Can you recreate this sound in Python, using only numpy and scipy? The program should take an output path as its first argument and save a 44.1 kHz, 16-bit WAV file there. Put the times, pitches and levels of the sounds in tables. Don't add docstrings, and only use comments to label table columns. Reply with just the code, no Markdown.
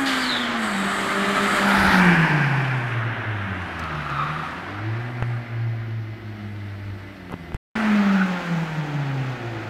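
import sys
import numpy as np
from scipy import signal
from scipy.fft import irfft, next_fast_len
from scipy.io import wavfile

SR = 44100
rng = np.random.default_rng(int(sys.argv[2]) if len(sys.argv) > 2 else 0)


def transcribe(signal):
    frames = np.atleast_2d(signal).T
    limited = np.clip(frames, -1, 1)
    pcm = np.round(limited * 32767).astype(np.int16)
    wavfile.write(sys.argv[1], SR, pcm)


N = 427329
TIME = np.arange(N) / SR
SIZE = next_fast_len(N, True)
FREQ = np.maximum(np.arange(SIZE // 2 + 1) * SR / SIZE, 1)

# time in seconds, rate in Hz.
REVS_PASSING = [(0, 275.9), (.25, 250.5), (.55, 234.4), (.76, 194.9), (1.1, 196.5), (1.52, 202.2),
                (1.8, 197.2), (2, 184.6), (2.48, 136.4), (2.7, 130.2), (2.98, 115.4), (3.2, 113.4),
                (3.61, 89.68), (4.14, 69.37)]
REVS_LEAVING = [(4.5, 83.95), (4.88, 109.4), (5.08, 122.5), (5.45, 116.8), (5.8, 113.5), (6.5, 102.7),
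                (7.13, 97.17), (7.55, 78)]
REVS_RETURNING = [(7.75, 223.3), (8, 204.2), (8.3, 182.6), (8.6, 163), (9.12, 135.6), (9.291, 129),
                  (9.4, 119.6), (9.69, 105.9)]
# time in seconds, level in dB.
BOOM_PASSING = [(0, -24.5), (.35, -33), (.62, -26.5), (1.48, -26.5), (1.66, -25.5), (2.1, -15.5),
                (2.5, -22.5), (3.4, -28), (4.05, -42.5)]
BOOM_LEAVING = [(4.6, -47.5), (4.88, -25.5), (5.68, -25.5), (6.1, -33), (6.65, -31.5), (7.05, -39.5),
                (7.3, -52), (7.56, -39.5)]
BOOM_RETURNING = [(7.75, -25.5), (7.92, -17.5), (8.23, -18), (8.579, -20.5), (8.8, -25.5), (9.27, -25.5),
                  (9.69, -37.5)]
# centre in seconds, half length in seconds, change in dB (one row is a rise).
BOOM_FADES = [(.53, 0.0096, -11.5), (0.691, 0.0314, -7.5), (0.951, 0.069, -10.5), (1.099, 0.0582, -10),
              (1.255, 0.016, -15.5), (1.377, 0.0423, -18), (1.49, .025, -15), (1.571, 0.043, -21.5),
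              (1.912, 0.0233, -13), (2.051, .015, -4.5), (2.159, 0.0167, -13), (2.281, .03, -19.5),
              (2.868, .06, -4), (3.159, .03, -19), (3.245, 0.0196, -15.5), (3.481, 0.022, -9),
              (3.689, 0.049, -12), (5.12, 0.135, -6.5), (5.46, 0.066, -16.5), (5.899, .12, 3),
              (6.18, 0.046, -15), (6.39, 0.047, -10), (7.832, 0.02522, -2), (8.051, 0.022, -1.5),
              (8.275, 0.031, -6.5), (8.414, 0.109, -19.5), (8.686, 0.0715, -9.5), (8.88, 0.0463, -8),
              (9.38, 0.0518, -15)]
# centre in seconds, half length in seconds, harmonic number, level in dB before its trim.
OVERTONE_SWELLS = [(0.031, 0.061, 3, -31.5), (1.25, 0.34, 2, -30), (1.445, 0.37, 3, -31.5),
                   (2.17, 0.222, 2, -28), (3.55, 0.1628, 2, -33), (4.171, 0.28, 2, -27),
                   (4.867, .15, 3, -35), (6.45, 0.19, 2, -37.5), (7.399, .11, 2, -38.5),
                   (5.15, .12, 2, -41), (8.053, 0.34, 2, -39.5), (8.299, 0.5, 3, -39),
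                   (9.018, 0.36, 2, -34), (9.52, 0.136, 3, -34.5)]
SECOND_DB, THIRD_DB = -45, -45.5
# multiple of the firing rate, level in dB against the rush's body
GROWL = [(.5, -27.5), (.75, -24), (1.25, -17.5), (1.5, -15), (1.75, -20.5), (2.25, -17.5), (2.5, -25.5),
         (2.75, -19), (3.25, -23), (3.5, -16), (4, -16), (4.5, -13.5), (5, -15.5), (5.25, -21.5),
         (6, -11.5), (6.5, -17.5), (7, -16.5), (8, -19.5), (9, -20)]
# time in seconds, growl change in dB.
LOAD = [(0, 4), (1.3, -2.5), (2.1, -11), (2.8, -10.5), (4, -11.5), (4.8, -4), (7, 1.5), (7.75, -1),
        (9.69, 5.5)]
# delay in seconds, level in dB.
LATE_ECHOES = [(.11, -21.5), (.19, -17), (0.309, -17.5), (0.501, -22)]

# body, tread, hiss and air. A single row of frequencies in Hz.
RUSH_EDGES_HZ = [420, 1050, 2600, 6500, 15500]
# frequency in Hz, gain in dB; only the shape within each band counts.
FRONT = [(400, -24), (480, -16.5), (620, -9), (950, -11), (1250, -3.5), (1800, -3.5), (2300, -8),
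         (2650, -13.5), (3000, -8.5), (3700, -12), (4300, -16), (5800, -27), (7500, -21.5), (9800, -29),
         (12000, -32.5), (15500, -45.5)]
BESIDE = [(240, -40), (400, -5.5), (481, -13.5), (569, -4.5), (705, -6), (860, 3), (1100, -11), (1300, -3),
          (1490, -3), (2220, -10.5), (2840, -18), (3910, -17), (6680, -31), (11100, -29), (15500, -39.5)]
PAST = [(240, -37), (400, -13), (595, -12.5), (873, -3.5), (1300, -8), (1540, 0.5), (1710, 0.5),
        (2060, -7.5), (2320, -4), (3850, -24), (5070, -24), (6480, -33.5), (8280, -35), (11500, -41.5),
        (15500, -50.5)]
BEHIND = [(400, -4), (470, -15), (650, -8.5), (940, -9.5), (1610, -2), (2360, -11), (2710, -13),
          (3680, -23.5), (4490, -35), (5730, -37), (7000, -47), (10500, -49.5), (13000, -66), (15500, -73)]
TURNING = [(400, -18.5), (500, -0.5), (750, 5.5), (1000, 2), (1500, 2), (2300, -6.5), (2700, -10.5),
           (3800, -19.5), (4900, -25.5), (7000, -36.5), (9000, -42.5), (11000, -41), (13000, -49.5),
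           (15500, -56)]
FAR = [(400, -7), (480, -12.5), (720, -5.5), (1050, -12), (1400, -7.5), (2050, -7.5), (2550, -14.5),
       (3300, -19), (4400, -23.5), (5700, -30), (6600, -37), (9000, -36), (13000, -54.5), (15500, -52)]
RETURNING = [(240, -24.5), (400, -9), (452, -11), (847, -1.5), (1000, -9.5), (1400, -2.5), (2250, -8.5),
             (2510, -8), (2750, -12), (2970, -12), (4840, -22.5), (5150, -25), (6380, -31.5), (9210, -47),
             (15500, -49)]
# begins in seconds, fully there in seconds,
# body in dB and hiss in dB, both against the tread band.
SIDES = [(-1, 0, -4.5, -9.5), (1.602, 1.79, -5, -11.5), (1.9966, 2, -4.5, -12), (2.5, 3, -5, -12),
         (3.5, 4, -5, -10.5), (4.5, 5.5, -3.5, -17), (7.5, 8, -3, -9.5)]
# time in seconds, level in dB before the band trim.
RUSH_GOING = [(0, -29), (.8, -27.5), (1.6, -22.5), (1.92, -18), (2.35, -23.5), (2.75, -29), (3.4, -32),
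              (3.9, -32.5), (4.3, -32), (4.7, -35), (5.3, -39), (5.95, -46), (7.55, -46.5)]
RUSH_RETURNING = [(7.75, -27), (8.35, -32.5), (8.85, -36.5), (9.69, -38.5)]
# time in seconds, level in dB before the band trim.
TREBLE_GOING = [(0, -41.5), (.54, -56.5), (.62, -45.5), (1.25, -43), (1.57, -39), (1.64, -43), (1.7, -40.5),
                (2, -43.5), (2.25, -52.5), (2.55, -58), (2.9, -60.5), (3.12, -71), (3.7, -63),
                (4.45, -59.5), (4.85, -70), (5.3, -67), (5.8, -87), (6.45, -72), (7.55, -70)]
TREBLE_RETURNING = [(7.75, -51), (8.55, -53.5), (8.9, -58), (9.69, -60)]
HISS_FLOOR_DB = -54.5
BLOW_OFF_DB = [-54, -26, -27, -40.5]
BLOW_OFF_S, BLOW_OFF_DECAY_S = 0.0594, 0.293
# time in seconds, near wall's delay in seconds, far wall's delay in seconds.
ECHO_DELAYS = [(0, 0.00458, 0.01186), (1.4, 0.00838, 0.01807), (2.1, 0.01474, 0.0346),
               (2.8, 0.00857, 0.0184), (4.5, .0052, .014), (7.6, 0.004417, 0.01103),
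               (9.69, 0.0057, 0.01405)]
# frequency in Hz, relative gain in dB.
RUMBLE = [(25, 3), (60, -3.5), (110, 8.5), (200, 15), (330, 14.5), (420, 7), (600, -29.5), (9000, -27.5),
          (15500, -32.5)]
RUMBLE_UNDER_BODY_DB, STREET_RUMBLE_DB = -5.5, -48.5

# frequency in Hz, level in dB.
HUM = [(60, -56), (351.5, -52), (702.6, -64), (2030, -58), (2935, -68), (4290, -73)]
# time in seconds, change in dB to all the lines.
WHINE_DB = [(2.5, -12), (3.5, -13), (5, 1.5), (7.5, 5), (7.8, -7)]
WHINE_SPACING_HZ, WHINE_CENTRE_HZ = 256.02, 12700
WHINE_SPREAD_HZ = 1900
WHINE_LINE_DB, WHINE_UNEVEN_DB = -88.5, 3.5

# time in seconds, pitch in Hz, level in dB.
TURBO_CHIRP = [(.04, 4660, -55), (.08, 4550, -35), (.15, 4600, -43), (.22, 4700, -38), (.28, 4190, -32),
               (.335, 3775, -29), (.4, 3550, -35), (.47, 3124, -39.5), (.54, 2886, -50.5)]
BELT_WHINE = [(.45, 3790, -69), (.75, 3800, -47), (1.2, 3780, -51), (1.55, 3735, -46.5), (1.75, 3760, -59)]
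INTAKE_HISS = [(.4, 4523, -71.5), (.65, 4553, -47.5), (1.2, 4567, -58), (1.6, 4705, -45),
               (1.85, 4720, -46.5)]
TURBO_BOOST = [(.54, 7700, -70), (.63, 8000, -46), (.8, 7950, -44.5), (1, 8100, -43.5), (1.25, 8000, -62.5),
               (1.55, 8100, -43), (1.68, 8110, -70)]
TREAD_HOWL = [(.6, 1209, -39.5), (1.1, 1220, -34), (1.5, 1279, -29), (1.85, 1430, -27), (2.1, 1561, -32),
              (2.3, 1718, -31.5), (2.55, 1707, -47.5), (3, 1599, -58), (3.4, 1530, -60)]
# centre in seconds, spread in seconds, level in dB.
GUSTS = [(1.81, .025, -30.5), (1.88, .02, -26.5), (2.1, .1, -38.5), (6.9, .06, -43)]
# start in seconds, level in dB, ring in Hz.
GRIT = [(3.62, -50, 6098), (3.794, -32.5, 2606), (3.795, -41.5, 6017), (3.808, -55, 6600),
        (3.838, -40, 4670), (4.1, -48, 6508), (4.51, -51, 5240)]
# time in seconds, pitch in Hz, level in dB.
TYRE_SCRUB = [(3.8, 1350, -36), (3.98, 1300, -37.5), (4.12, 1280, -30.5), (4.21, 1219, -25.5),
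              (4.32, 1260, -33.5), (4.47, 1268, -36), (4.62, 1305, -50.5)]
TYRE_CHIRP = [(8.03, 1433, -64), (8.11, 1403, -31.5), (8.18, 1405, -35), (8.22, 1410, -19.5),
              (8.25, 1427, -34.5), (8.33, 1440, -52)]
BRAKE_SQUEAK = [(4.29, 8500, -85), (4.35, 8750, -67), (4.42, 9000, -71), (4.47, 8650, -67.5),
                (4.51, 8000, -66), (4.55, 7800, -90)]
# time in seconds, push in dB, push width in seconds, body ring in dB,
# tick in dB; push and ring are before the dulling low-pass.
BUMPS = [(5.225, -10.5, 0.001012, -13, -45.5), (7.297, -41, 0.000995, -27.5, -57.5),
         (7.313, -24.5, 0.00091, -28.5, -55), (7.32, -40, 0.0012, -34.5, -43),
         (7.326, -36.5, 0.00082, -26, -56), (7.3315, -28.5, 0.00079, -29.5, -62.5),
         (7.3392, -38.5, 0.0011, -21, -58), (7.3416, -17, 0.00073, -37, -62),
         (7.5206, -41.5, 0.00072, -24.5, -56.5), (7.5448, -40, .001, -22, -42.5),
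         (7.5492, -13.5, 0.0019, -35, -62.5)]
# frequency in Hz, level in dB against the ring, decay in seconds.
CAMERA_BODY = [(441.4, -1, 0.00101), (842, -5.5, 0.0016), (1371, 1.5, 0.00054), (2590, -11.5, 0.00107)]
# time in seconds, level in dB.
RUB_DB = [(7.29, -80), (7.305, -46), (7.325, -36.5), (7.342, -33), (7.352, -81.5)]
# start in seconds, end in seconds.
SPLICE_S = (7.569, 7.7535)
CUTOFF_HZ = 15750


def from_db(db):
    return 10 ** (np.asarray(db) / 20)


def power_sum(*levels_db):
    return 10 * np.log10(sum(from_db(db) ** 2 for db in levels_db))


def rms_one(x):
    return x / np.sqrt(np.mean(x ** 2) + 1e-20)


def in_time(*tables):
    s, *columns = np.vstack(tables).T
    return np.array([np.interp(TIME, s, column) for column in columns])


def drift(rate):
    pole = np.exp(-200 * np.pi * rate / SR)
    chance = rng.standard_normal(N // 100 + 1002)
    slow = signal.lfilter([1], [1, -2 * pole, pole * pole], chance)[1000:]
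    return np.interp(np.arange(N) / 100, np.arange(len(slow)), rms_one(slow))


def colour(points):
    hz, db = np.transpose(points)
    return from_db(np.interp(np.log(FREQ), np.log(hz), db))


def noise(gain):
    spectrum = rng.standard_normal(2 * len(FREQ)).view(complex) * gain
    return rms_one(irfft(spectrum, SIZE)[:N])


def band(low, high):
    return ((1 + (low / FREQ) ** 12) * (1 + (FREQ / high) ** 12)) ** -.5


def burst(s, decay_s):
    return (TIME >= s) * np.exp(-np.clip((TIME - s) / decay_s, 0, 50))


def bell(s, half_length_s):
    return np.exp(-np.minimum(((TIME - s) / half_length_s) ** 2, 50))


def boom_levels():
    first_db, = in_time(BOOM_PASSING, BOOM_LEAVING, BOOM_RETURNING)
    powers = {2: from_db(SECOND_DB) ** 2, 3: from_db(THIRD_DB) ** 2}
    for s, half_length, harmonic, db in OVERTONE_SWELLS:
        powers[harmonic] = powers[harmonic] + (from_db(db) * bell(s, half_length)) ** 2
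    return first_db, 10 * np.log10(powers[2]), 10 * np.log10(powers[3])


def boom_fading():
    gains = [1 - (1 - from_db(db)) * bell(s, half_length) for s, half_length, db in BOOM_FADES]
    return np.prod(gains, axis=0)


def far_buildings(x):
    eased = x * np.minimum(TIME / .05, 1)
    return x + sum(from_db(db) * np.interp(TIME - delay, TIME, eased) for delay, db in LATE_ECHOES)


def growl(turn, flutter=.41, wobble=.406):
    orders = np.zeros(N)
    for multiple, db in GROWL:
        phase = rng.uniform(0, 2 * np.pi) + wobble * drift(16.4)
        orders += from_db(db) * (1 + flutter * drift(7)) * np.sin(multiple * turn + phase)
    return orders


def exhaust(firings, harmonics_db, body_db, rough=.07, tone_rough=.281, second_trim_db=-2.5, third_trim_db=-3):
    turn = 2 * np.pi * firings
    first_db, second_db, third_db = harmonics_db
    load_db, = in_time(LOAD)
    boom = from_db(first_db) * (1 + rough * drift(27)) * np.sin(turn)
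    second = from_db(second_db + second_trim_db) * (1 + tone_rough * drift(20)) * np.sin(2 * turn)
    third = from_db(third_db + third_trim_db) * (1 + tone_rough * drift(18)) * np.sin(3 * turn)
    upper = second + third + from_db(body_db + load_db) * growl(turn)
    return np.sqrt(2) * (boom_fading() * far_buildings(boom) + far_buildings(upper))


def side_shares():
    reached = [np.clip((TIME - begin) / (full - begin), 0, 1) for begin, full, _, _ in SIDES]
    return np.maximum(-np.diff(reached + [np.zeros(N)], axis=0), 0)


def rush_levels():
    tread_db, = in_time(RUSH_GOING, RUSH_RETURNING)
    air_db, = in_time(TREBLE_GOING, TREBLE_RETURNING)
    body_db, hiss_db = tread_db + np.array(SIDES)[:, 2:].T @ side_shares()
    venting_db = 20 * np.log10(burst(BLOW_OFF_S, BLOW_OFF_DECAY_S) + 1e-9)
    rolling_db = [body_db, tread_db, power_sum(hiss_db, HISS_FLOOR_DB), air_db]
    return [power_sum(db, vent_db + venting_db) for db, vent_db in zip(rolling_db, BLOW_OFF_DB)]


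def rush(firings, levels_db, throb=.065, patchy_db=.79, trims_db=(-1.2, -.8, -.5, -.5)):
    colours = [colour(view) for view in (FRONT, BESIDE, PAST, BEHIND, TURNING, FAR, RETURNING)]
    shares = np.sqrt(side_shares())
    out = np.zeros(N)
    for low, high, db, trim_db in zip(RUSH_EDGES_HZ, RUSH_EDGES_HZ[1:], levels_db, trims_db):
        edges = band(low, high)
        sound = sum(share * noise(gain * edges) for share, gain in zip(shares, colours))
        out += from_db(db + trim_db + patchy_db * drift(25)) * sound
    pulsing = np.cos(2 * np.pi * firings) + .47 * np.cos(np.pi * firings) + .5 * np.cos(np.pi * firings / 2)
    return out * (1 + throb * pulsing)


def walls(x, echo=.196):
    echoes = sum(np.interp(TIME - delay, TIME, x, left=0) for delay in in_time(ECHO_DELAYS))
    return (x + echo * echoes) / np.sqrt(1 + 2 * echo ** 2)


def rumble(body_db):
    level_db = power_sum(body_db + RUMBLE_UNDER_BODY_DB, STREET_RUMBLE_DB)
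    return from_db(level_db) * noise(colour(RUMBLE))


def steady(lines, waver):
    tones = [from_db(db) * (1 + waver * drift(9.8)) * np.sin(2 * np.pi * hz * TIME) for hz, db in lines]
    return np.sqrt(2) * sum(tones)


def yard_hum():
    return steady(HUM, waver=.49)


def camera_whine():
    hz = WHINE_SPACING_HZ * np.arange(39, 60)
    slope_db = -6 * abs(hz - WHINE_CENTRE_HZ) / WHINE_SPREAD_HZ
    db = WHINE_LINE_DB + slope_db + WHINE_UNEVEN_DB * rng.standard_normal(len(hz))
    level_db, = in_time(WHINE_DB)
    return from_db(level_db) * steady(zip(hz, db), waver=.1)


def whistle(rows, width_hz):
    hz, db = in_time(rows)
    sounding = (TIME > rows[0][0]) & (TIME < rows[-1][0])
    turn = 2 * np.pi * np.cumsum(hz) / SR
    narrow = 1 / (1 + (FREQ / width_hz) ** 4)
    return sounding * from_db(db) * (noise(narrow) * np.cos(turn) + noise(narrow) * np.sin(turn))


def turbo(flutter_db=2.5):
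    flutter = from_db(flutter_db * drift(24.77) + 1.5)
    return whistle(TURBO_CHIRP, width_hz=275) * flutter + whistle(TURBO_BOOST, width_hz=560)


def engine_bay():
    return whistle(BELT_WHINE, width_hz=21) + whistle(INTAKE_HISS, width_hz=91)


def tread_howl():
    return whistle(TREAD_HOWL, width_hz=137)


def gusts(top_hz=100):
    strength = sum(from_db(db) * np.exp(-.5 * ((TIME - s) / spread) ** 2) for s, spread, db in GUSTS)
    return strength * noise(band(34, top_hz))


def grit(decay_s=.0038, width_hz=700):
    out = np.zeros(N)
    for s, db, hz in GRIT:
        ring = 1 / np.hypot(1, (FREQ - hz) / width_hz)
        out += from_db(db) * burst(s, decay_s) * noise(ring)
    return out


def squeal(rows, width_hz, second_db, third_db):
    out = np.zeros(N)
    for k, drop_db in [(1, 0), (2, second_db), (3, third_db)]:
        partial = [(s, k * hz, db + drop_db) for s, hz, db in rows]
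        out += whistle(partial, width_hz * np.sqrt(k))
    return out


def tyre_slip():
    scrub = squeal(TYRE_SCRUB, width_hz=126, second_db=-16, third_db=-21.5)
    return scrub + whistle(TYRE_CHIRP, width_hz=123)


def brake():
    hz, db = in_time(BRAKE_SQUEAK)
    sounding = (TIME > BRAKE_SQUEAK[0][0]) & (TIME < BRAKE_SQUEAK[-1][0])
    return sounding * from_db(db) * np.sin(2 * np.pi * np.cumsum(hz) / SR)


def bumps(tick_s=.0014, rebound=.154, dull_hz=3200):
    knocks, ticks = np.zeros((2, N))
    for s, push_db, width, ring_db, tick_db in BUMPS:
        near = abs(TIME - s) < .04
        age = TIME[near] - s
        u, after = age / width, np.maximum(age, 0)
        knocks[near] += from_db(push_db) * (rebound * np.exp(-(u / 2 - 2) ** 2) - np.exp(-u ** 2))
        for hz, db, decay in CAMERA_BODY:
            knocks[near] += from_db(ring_db + db) * np.exp(-after / decay) * np.sin(2 * np.pi * hz * after)
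        ticks[near] += from_db(tick_db) * (age > 0) * np.exp(-after / tick_s)
    low_pass = signal.butter(4, dull_hz, fs=SR, output="sos")
    dull = signal.sosfilt(low_pass, knocks + 1e-18)
    return dull + ticks * noise(band(3500, 12000))


def rub(top_hz=1150):
    level_db, = in_time(RUB_DB)
    return from_db(level_db) * noise(band(220, top_hz))


def scene():
    firing_hz, = in_time(REVS_PASSING, REVS_LEAVING, REVS_RETURNING)
    firings = np.cumsum(firing_hz * (1 + .003542 * drift(15.388))) / SR
    levels_db = rush_levels()
    body_db = levels_db[0]
    car = exhaust(firings, boom_levels(), body_db) + walls(rush(firings, levels_db)) + rumble(body_db)
    car += turbo() + engine_bay() + tread_howl() + grit() + tyre_slip() + brake()
    background = yard_hum() + camera_whine()
    at_microphone = gusts() + bumps() + rub()
    return (car + background + at_microphone)[None]


def record(dry):
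    outside_s = np.maximum(SPLICE_S[0] - TIME, TIME - SPLICE_S[1])
    running = np.clip(outside_s / .003, 0, 1)
    spliced = dry * np.maximum(running, from_db(-78.5))
    steep = signal.ellip(10, .05, 70, CUTOFF_HZ, fs=SR, output="sos")
    return signal.sosfiltfilt(steep, spliced)


dry = scene()
out = record(dry)
transcribe(out)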